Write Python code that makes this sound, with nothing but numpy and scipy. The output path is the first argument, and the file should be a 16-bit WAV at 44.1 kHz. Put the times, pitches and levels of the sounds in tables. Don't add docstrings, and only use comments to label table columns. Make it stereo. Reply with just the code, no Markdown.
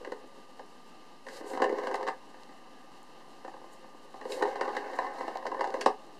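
import sys
import numpy as np
from scipy import signal
from scipy.fft import rfft, irfft
from scipy.io import wavfile

SR = 44100
rng = np.random.default_rng(int(sys.argv[2]) if len(sys.argv) > 2 else 0)


def file_out(sig):
    cols = np.atleast_2d(sig).T
    lim = np.clip(cols, -1, 1)
    pcm = np.round(lim * 32767).astype(np.int16)
    wavfile.write(sys.argv[1], SR, pcm)


def gain_from_db(level_db):
    decades = np.asarray(level_db, float) / 20
    return 10 ** decades


N = 272979
LEFT_RIGHT = np.array([[1], [-1]])


def colour(x, db_of_hz):
    size = 4096
    hz = np.arange(size // 2 + 1) * SR / size
    cepstrum = irfft(np.log(gain_from_db(db_of_hz(hz))))
    cepstrum[1:size // 2] *= 2
    cepstrum[size // 2 + 1:] = 0
    response = irfft(np.exp(rfft(cepstrum)))[:size // 2]
    return signal.oaconvolve(x, response)[:len(x)]


def shape(points):
    hz, value = np.transpose(points)
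    return lambda f: np.interp(np.log(f + 1), np.log(hz), value)


def unit(x):
    return x / np.sqrt(np.mean(x ** 2))


def walk(rate):
    place = np.arange(N) * rate / SR
    levels = rng.standard_normal(int(place[-1]) + 2)
    k = place.astype(int)
    part = (place - k) ** 2 * (3 - 2 * (place - k))
    return unit(levels[k] + part * (levels[k + 1] - levels[k]))


def spikes(per_second, spread_db):
    happens = rng.random(N) < per_second / SR
    return unit(happens * rng.standard_normal(N) * gain_from_db(spread_db * rng.exponential(size=N)))


def ring(x, hz, t60):
    pole = np.exp(2j * np.pi * hz / SR - np.log(1000) / (t60 * SR))
    return signal.lfilter([0, pole.imag], [1, -2 * pole.real, abs(pole) ** 2], x)


# [dB, relative density]
HUSH_SPECTRUM = [(30, -14.5), (60, -14.5), (92, -21.5), (160, -7), (250, 1), (500, -4.5), (800, -3),
                 (1250, -6.5), (1900, -14), (2900, -8), (4200, -16), (7000, -28), (14000, -39.5)]
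# pitch_hz [Hz], likeness [0-1]
HUSH_LIKENESS = [(60, 0.9), (130, 0.94), (290, 0.86), (630, 0.34), (1380, 0.3), (3020, 0.1), (6610, 0.07),
                 (14500, 0.05)]
# [dB rms, before slow drift and the microphone]
APPLIANCE_TONES = [(1197, -62), (1920, -79), (3001, -84), (10680, -83)]
HUSH_DB = -54.5


def air():
    def likeness(f):
        return np.clip(shape(HUSH_LIKENESS)(f), .01, .97)

    def side_db(f):
        return shape(HUSH_SPECTRUM)(f) + 10 * np.log10((1 - likeness(f)) / (1 + likeness(f)))

    def restless_noise():
        return rng.standard_normal(N) * gain_from_db(0.7 * walk(19))

    mid = colour(restless_noise(), shape(HUSH_SPECTRUM))
    side = colour(restless_noise(), side_db)
    both = (mid + side * LEFT_RIGHT) * gain_from_db(HUSH_DB) / np.std(mid)
    for hz, db in APPLIANCE_TONES:
        phase = 2 * np.pi * np.cumsum(hz + 1.52 * walk(6)) / SR
        level = gain_from_db(db + 0.29 * walk(4.7)) * np.sqrt(2)
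        both = both + level * np.sin(phase + 0.3 * LEFT_RIGHT)
    return both


# pitch_hz [Hz], t60_s [s]
ROOM_DECAY = [(200, 0.18), (1000, 0.19), (4000, 0.12), (12000, 0.23)]
# pitch_hz [Hz], level_db [dB]
ROOM_WIDTH = [(150, -18), (500, -10.5), (1000, -6.5), (2500, 1.5), (8000, 3)]


def room(x):
    t = np.arange(int(.3 * SR)) / SR
    edges = np.geomspace(100, 16000, num=9)
    tail = 0
    for lo, hi in zip(edges, edges[1:]):
        bandpass = signal.butter(2, [lo, hi], "bandpass", fs=SR, output="sos")
        band = signal.sosfilt(bandpass, rng.standard_normal((3, 2, len(t))))
        decay = 1000. ** (-t / shape(ROOM_DECAY)(lo))
        tail = tail + band * decay * np.clip(t / 0.0013, 0, 1)
    tail = tail / np.linalg.norm(tail, axis=-1, keepdims=True)
    share = gain_from_db([5 * walk(9) for _ in tail])
    share = share / np.linalg.norm(share, axis=0)
    echoes = signal.oaconvolve((x * share)[:, None], tail, axes=-1)
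    mid, side = echoes.sum(axis=0)[:, :N]
    return x + gain_from_db(-5) * mid + gain_from_db(-5.5) * colour(side, shape(ROOM_WIDTH)) * LEFT_RIGHT


# [dB, extra for the low modes,
# most on the far side of the ring]
ROLL_COURSE = [(0.0, -53, 3), (0.22, -60.5, 0.5), (1.2, -61.5, -8.5), (1.3, -51.5, 1), (1.45, -44.5, 1),
               (1.59, -41, 1.5), (1.71, -39.5, 6), (1.78, -35.5, -1.5), (1.93, -39, 1.5), (1.98, -40.5, -3),
               (2.08, -44, 2), (2.15, -55, -4.5), (2.72, -57, -11), (4.12, -57.5, -4), (4.24, -47.5, -3),
               (4.36, -41.5, 5.5), (4.45, -36, -2.5), (4.59, -37.5, -3.5), (5.0, -36.5, -8),
               (5.38, -38.5, -11.5), (5.41, -46.5, -1.5), (5.55, -43.5, 1), (5.69, -41, 3),
               (5.82, -38.5, 0.5), (5.85, -55, -5), (5.95, -57, 3), (6.19, -55.5, -1.5)]


def roll_levels():
    s, roll_db, boom_db = np.transpose(ROLL_COURSE)
    t = np.arange(N) / SR
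    return np.interp(t, s, roll_db), np.interp(t, s, boom_db)


# [dB, extra for the high modes and the tick]
BLOWS = [(0.012, -44, 2, -14), (0.047, -32.5, -5, -5.5), (0.073, -37, 5, -10.5), (0.119, -27.5, -0.5, -7),
         (0.238, -46, 1.5, -10), (0.593, -32.5, -1.5, -12.5), (1.266, -32.5, -4, -7.5),
         (1.285, -41, 6, 6.5), (1.409, -36, 5, -12), (1.534, -25, -3, -11.5), (1.549, -26.5, 0, -13),
         (1.574, -17.5, -10, -17.5), (1.6, -18, -1, -20), (1.619, -7, -10, -15.5), (1.641, -15, -2.5, -12),
         (1.659, -22, -6, -25), (1.693, -28, 6, -7.5), (1.724, -28, 5, -14), (1.784, -25, 1, -8.5),
         (1.835, -29, -1, -8), (1.87, -22, -6, -8.5), (1.912, -23.5, -6, -13.5), (1.942, -15.5, -11, -11),
         (2.009, -25, -8, -17), (2.028, -25.5, -8, -11), (2.067, -21.5, -15, -13.5), (2.075, -26, -3, -2),
         (2.084, -16.5, -30, -12), (2.342, -39, -15, -12), (2.394, -41.5, -15, -15),
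         (2.49, -44.5, -0.5, -5), (3.447, -32, -3.5, -9.5), (3.478, -29.5, -9, -12.5),
         (3.539, -35, -5.5, -15), (3.565, -36.5, -7, -16.5), (3.615, -41, -5, -16), (3.64, -37, -4, -13.5),
         (3.841, -37, -16, -23), (3.945, -40.5, -6, -21), (4.14, -29.5, -14, -18), (4.212, -32.5, 1, -6.5),
         (4.252, -30, 4, -10), (4.412, -24, 2.5, -26), (4.423, -13, -4.5, -10), (4.454, -21.5, -26, -16),
         (4.556, -24.5, -26, -11), (4.61, -15.5, -8, -8.5), (4.678, -21, -9, -14), (4.69, -22, -22, -17.5),
         (4.75, -25.5, -24, -10.5), (4.766, -22.5, -9.5, -4.5), (4.933, -27, -21, -13),
         (4.987, -13.5, -36, -16.5), (5.044, -22.5, -24, -34), (5.207, -23.5, -9.5, -15),
         (5.231, -32, -23, -19), (5.279, -22, -11, -12), (5.354, -22.5, -33, -16.5),
         (5.426, -29.5, -20, -16), (5.454, -24, -8, -16), (5.466, -23, -7, -6.5), (5.516, -20, -9, -19.5),
         (5.544, -23, -12, -20), (5.593, -30, 0, -7), (5.608, -17.5, -6, -10.5), (5.641, -15.5, -38, -15),
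         (5.651, -23, -24, -34), (5.672, -25, -4, -10), (5.74, -22, -1, -9.5), (5.811, -24, -4, -4.5),
         (5.86, -6.5, -3.5, -17.5)]
# [dB, relative]
CLAW_TICKS = [(1.499, -50), (1.955, -43), (4.299, -50), (4.32, -34), (5.185, -46.5), (5.81, -30.5),
              (5.86, -29.5)]
TICK_DB = -11


def contacts():
    s, peak_db, _, hard_db = np.transpose(BLOWS)
    claw_s, claw_db = np.transpose(CLAW_TICKS)
    times = np.r_[s, claw_s]
    levels_db = np.r_[peak_db + hard_db + TICK_DB, claw_db]
    clicks = np.zeros(N)
    np.add.at(clicks, (times * SR).astype(int), gain_from_db(levels_db))
    return clicks


# [dB, fine swish against the level]
PAW_STROKES = [(0.032, .15, -72, -15), (1.28, 0.043, -60, -2), (1.344, 0.1, -48, -10),
               (1.5, .08, -53, -1.5), (1.566, .05, -60, -18), (3.732, 0.034, -68, 6),
               (4.32, 0.096, -47.5, -6.5), (4.477, .07, -55, -13), (4.653, 0.041, -52, -21),
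               (4.96, 0.033, -53.5, -7), (5.19, 0.031, -63, -1), (5.25, .05, -65, -18),
               (5.468, .06, -66, -18)]
STROKE_RISE, STROKE_FADE_DB = .5, -14.5
FLOOR_DB, FLOOR_SWISH_DB = -70, -6
SCRAPE_DB, SCRAPE_SWISH_DB = -20.5, -16
CONTACT_HISS_DB, CONTACT_HISS_S = -19.5, 0.0077


def hiss_levels(roll_db):
    t = np.arange(N) / SR
    scrape_db = roll_db + SCRAPE_DB
    hiss = gain_from_db(FLOOR_DB) ** 2 + gain_from_db(scrape_db) ** 2
    swish = gain_from_db(FLOOR_DB + FLOOR_SWISH_DB) ** 2 + gain_from_db(scrape_db + SCRAPE_SWISH_DB) ** 2
    for s, length, db, swish_db in PAW_STROKES:
        distance = np.maximum((t - s) / length, (s - t) / (STROKE_RISE * length))
        power = gain_from_db(db + STROKE_FADE_DB * distance) ** 2
        hiss = hiss + power
        swish = swish + power * gain_from_db(swish_db) ** 2
    contact_hiss = signal.lfilter([1], [1, -np.exp(-1 / (CONTACT_HISS_S * SR))], contacts())
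    swish = swish + (gain_from_db(CONTACT_HISS_DB) * contact_hiss) ** 2
    return 10 * np.log10(hiss), 10 * np.log10(swish / hiss)


# pitch_hz [Hz], level_db [dB]
RUSTLE_SPECTRUM = [(800, -10), (2000, 4), (4300, 2.5), (7000, -11), (9000, -23), (14000, -24)]
# pitch_hz [Hz], level_db [dB]
SWISH_SPECTRUM = [(4000, -25), (7000, -2), (9500, -6), (14000, -18.5)]


def rustle(db, swish_db):
    patchy = gain_from_db(db + 1.9 * walk(40))

    def grain():
        return rng.standard_normal(N) + .4 * spikes(900, spread_db=4.5)

    def brush():
        coarse = unit(colour(grain(), shape(RUSTLE_SPECTRUM)))
        fine = unit(colour(grain(), shape(SWISH_SPECTRUM)))
        return coarse + gain_from_db(swish_db) * fine

    return patchy * (0.99 * brush() + 0.85 * brush() * LEFT_RIGHT)


# pitch_hz [Hz], level_db [dB]
TICK_SPECTRUM = [(1500, 1), (2800, 7.5), (4300, 2.5), (6500, -7.5), (9000, -14.5), (13000, -41),
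                 (16000, -49)]


def ticks():
    t = np.arange(SR // 20) / SR
    decay = np.exp(-t / 0.0024) + 0.23 * np.exp(-t / 0.0099)
    fade = (1 - np.exp(-t / 0.001)) * decay
    envelope = signal.oaconvolve(contacts(), fade)[:N]
    return gain_from_db(6.5) * envelope * unit(colour(rng.standard_normal(N), shape(TICK_SPECTRUM)))


# pitch_hz [Hz], level_db [dB, relative], t60_s [s]
SHELL_MODES = [(270, -4.5, 0.1), (289, -6.5, 0.031), (339, -12.5, 0.051), (421, 2, 0.064),
               (458, 2.5, 0.011), (518.3, 2, 0.059), (545.8, 0, 0.057), (613, -4.5, 0.025),
               (713, -7, 0.038), (775.6, -1, 0.06), (833.6, 0.5, 0.042), (884, -7.5, 0.058),
               (981, -3.5, 0.031), (1041, -3.5, 0.034), (1125, -17, 0.04), (1260, -12.5, 0.037),
               (1511, 5.5, 0.027), (1586, 3.5, 0.023), (1694, 2, 0.022), (1794, 3.5, 0.036),
               (1886, 1, 0.01), (2008, 5, 0.016), (2214, 5.5, 0.0082), (2812, 1.5, 0.014),
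               (2980, -11, 0.0072)]
DEEP_TOP_HZ, BOOM_TOP_HZ, CLACK_LOW_HZ = 400, 650, 1400
ROLL_GRIP_DB = -26.5
DEEP_ROLL_DB, DEEP_KNOCK_DB, DEEP_DB_PER_DB = -3.5, -12.5, -0.54
PUSH_SIZE = 10


def track(boom_db, rattle_db):
    s, peak_db, low_db, high_db = np.transpose(BLOWS)
    deep_db = DEEP_KNOCK_DB + DEEP_DB_PER_DB * (peak_db - peak_db.max())
    place = rng.standard_normal((len(s), len(SHELL_MODES)))
    late = rng.random((len(s), len(SHELL_MODES)))
    bumps, grain = spikes(450, spread_db=2.0), rng.standard_normal(N)
    boom, rattle = gain_from_db(boom_db + ROLL_GRIP_DB), gain_from_db(rattle_db + ROLL_GRIP_DB)
    shell = 0
    for k, (hz, db, t60) in enumerate(SHELL_MODES):
        deep, low, high = hz < DEEP_TOP_HZ, hz < BOOM_TOP_HZ, hz > CLACK_LOW_HZ
        drive = bumps * (-1) ** k + 0.73 * np.roll(grain, k * SR // 4)
        if deep:
            roll = rattle * gain_from_db(DEEP_ROLL_DB)
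        elif low:
            roll = boom
        else:
            roll = rattle
        drive *= roll * gain_from_db(db - 11.6 * high + 2.56 * walk(14))
        at = ((s + 0.00298 * late[:, k]) * SR).astype(int)
        blow_db = peak_db - 6.5 + low * low_db + deep * deep_db + high * high_db
        drive[at] += gain_from_db(blow_db + db + 2. * place[:, k])
        shell = shell + ring(drive, hz, t60)
    push = np.hanning(PUSH_SIZE)
    return signal.oaconvolve(shell, push / push.sum())[:N]


def scene():
    roll_db, boom_db = roll_levels()
    toy = track(roll_db + boom_db, roll_db) + ticks()
    radiation = signal.butter(6, 272.5, "highpass", fs=SR, output="sos")
    toy = signal.sosfilt(radiation, toy)
    return gain_from_db(-1.0) * room(toy) + rustle(*hiss_levels(roll_db)) + air()


# pitch_hz [Hz], width_hz [Hz], depth_db [dB]
HOUSING_DIPS = [(590, 170, -3.5), (1405, 119, -12.5), (2388, 300, -14.5), (3398, 494, -11.5)]
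# [dB, left minus right]
PORT_BALANCE = [(1500, 0.2), (4300, -1.5), (8000, -2), (13000, 5)]


def microphone(dry):
    def port_db(f, way):
        dips = sum(db / (1 + (2 * (f - hz) / width) ** 2) for hz, width, db in HOUSING_DIPS)
        return dips + way * shape(PORT_BALANCE)(f) / 2

    left = colour(dry[0], lambda f: port_db(f, 1))
    right = colour(dry[1], lambda f: port_db(f, -1))
    top_cut = signal.ellip(10, .3, 50, 14100, fs=SR, output="sos")
    return signal.sosfilt(top_cut, [left, right])


def low_pass(x):
    return signal.sosfilt(signal.butter(12, 15060, fs=SR, output="sos"), x)


def record(dry):
    mix = microphone(dry) - .0025
    return low_pass(mix)


dry = scene()
out = record(dry)
file_out(out)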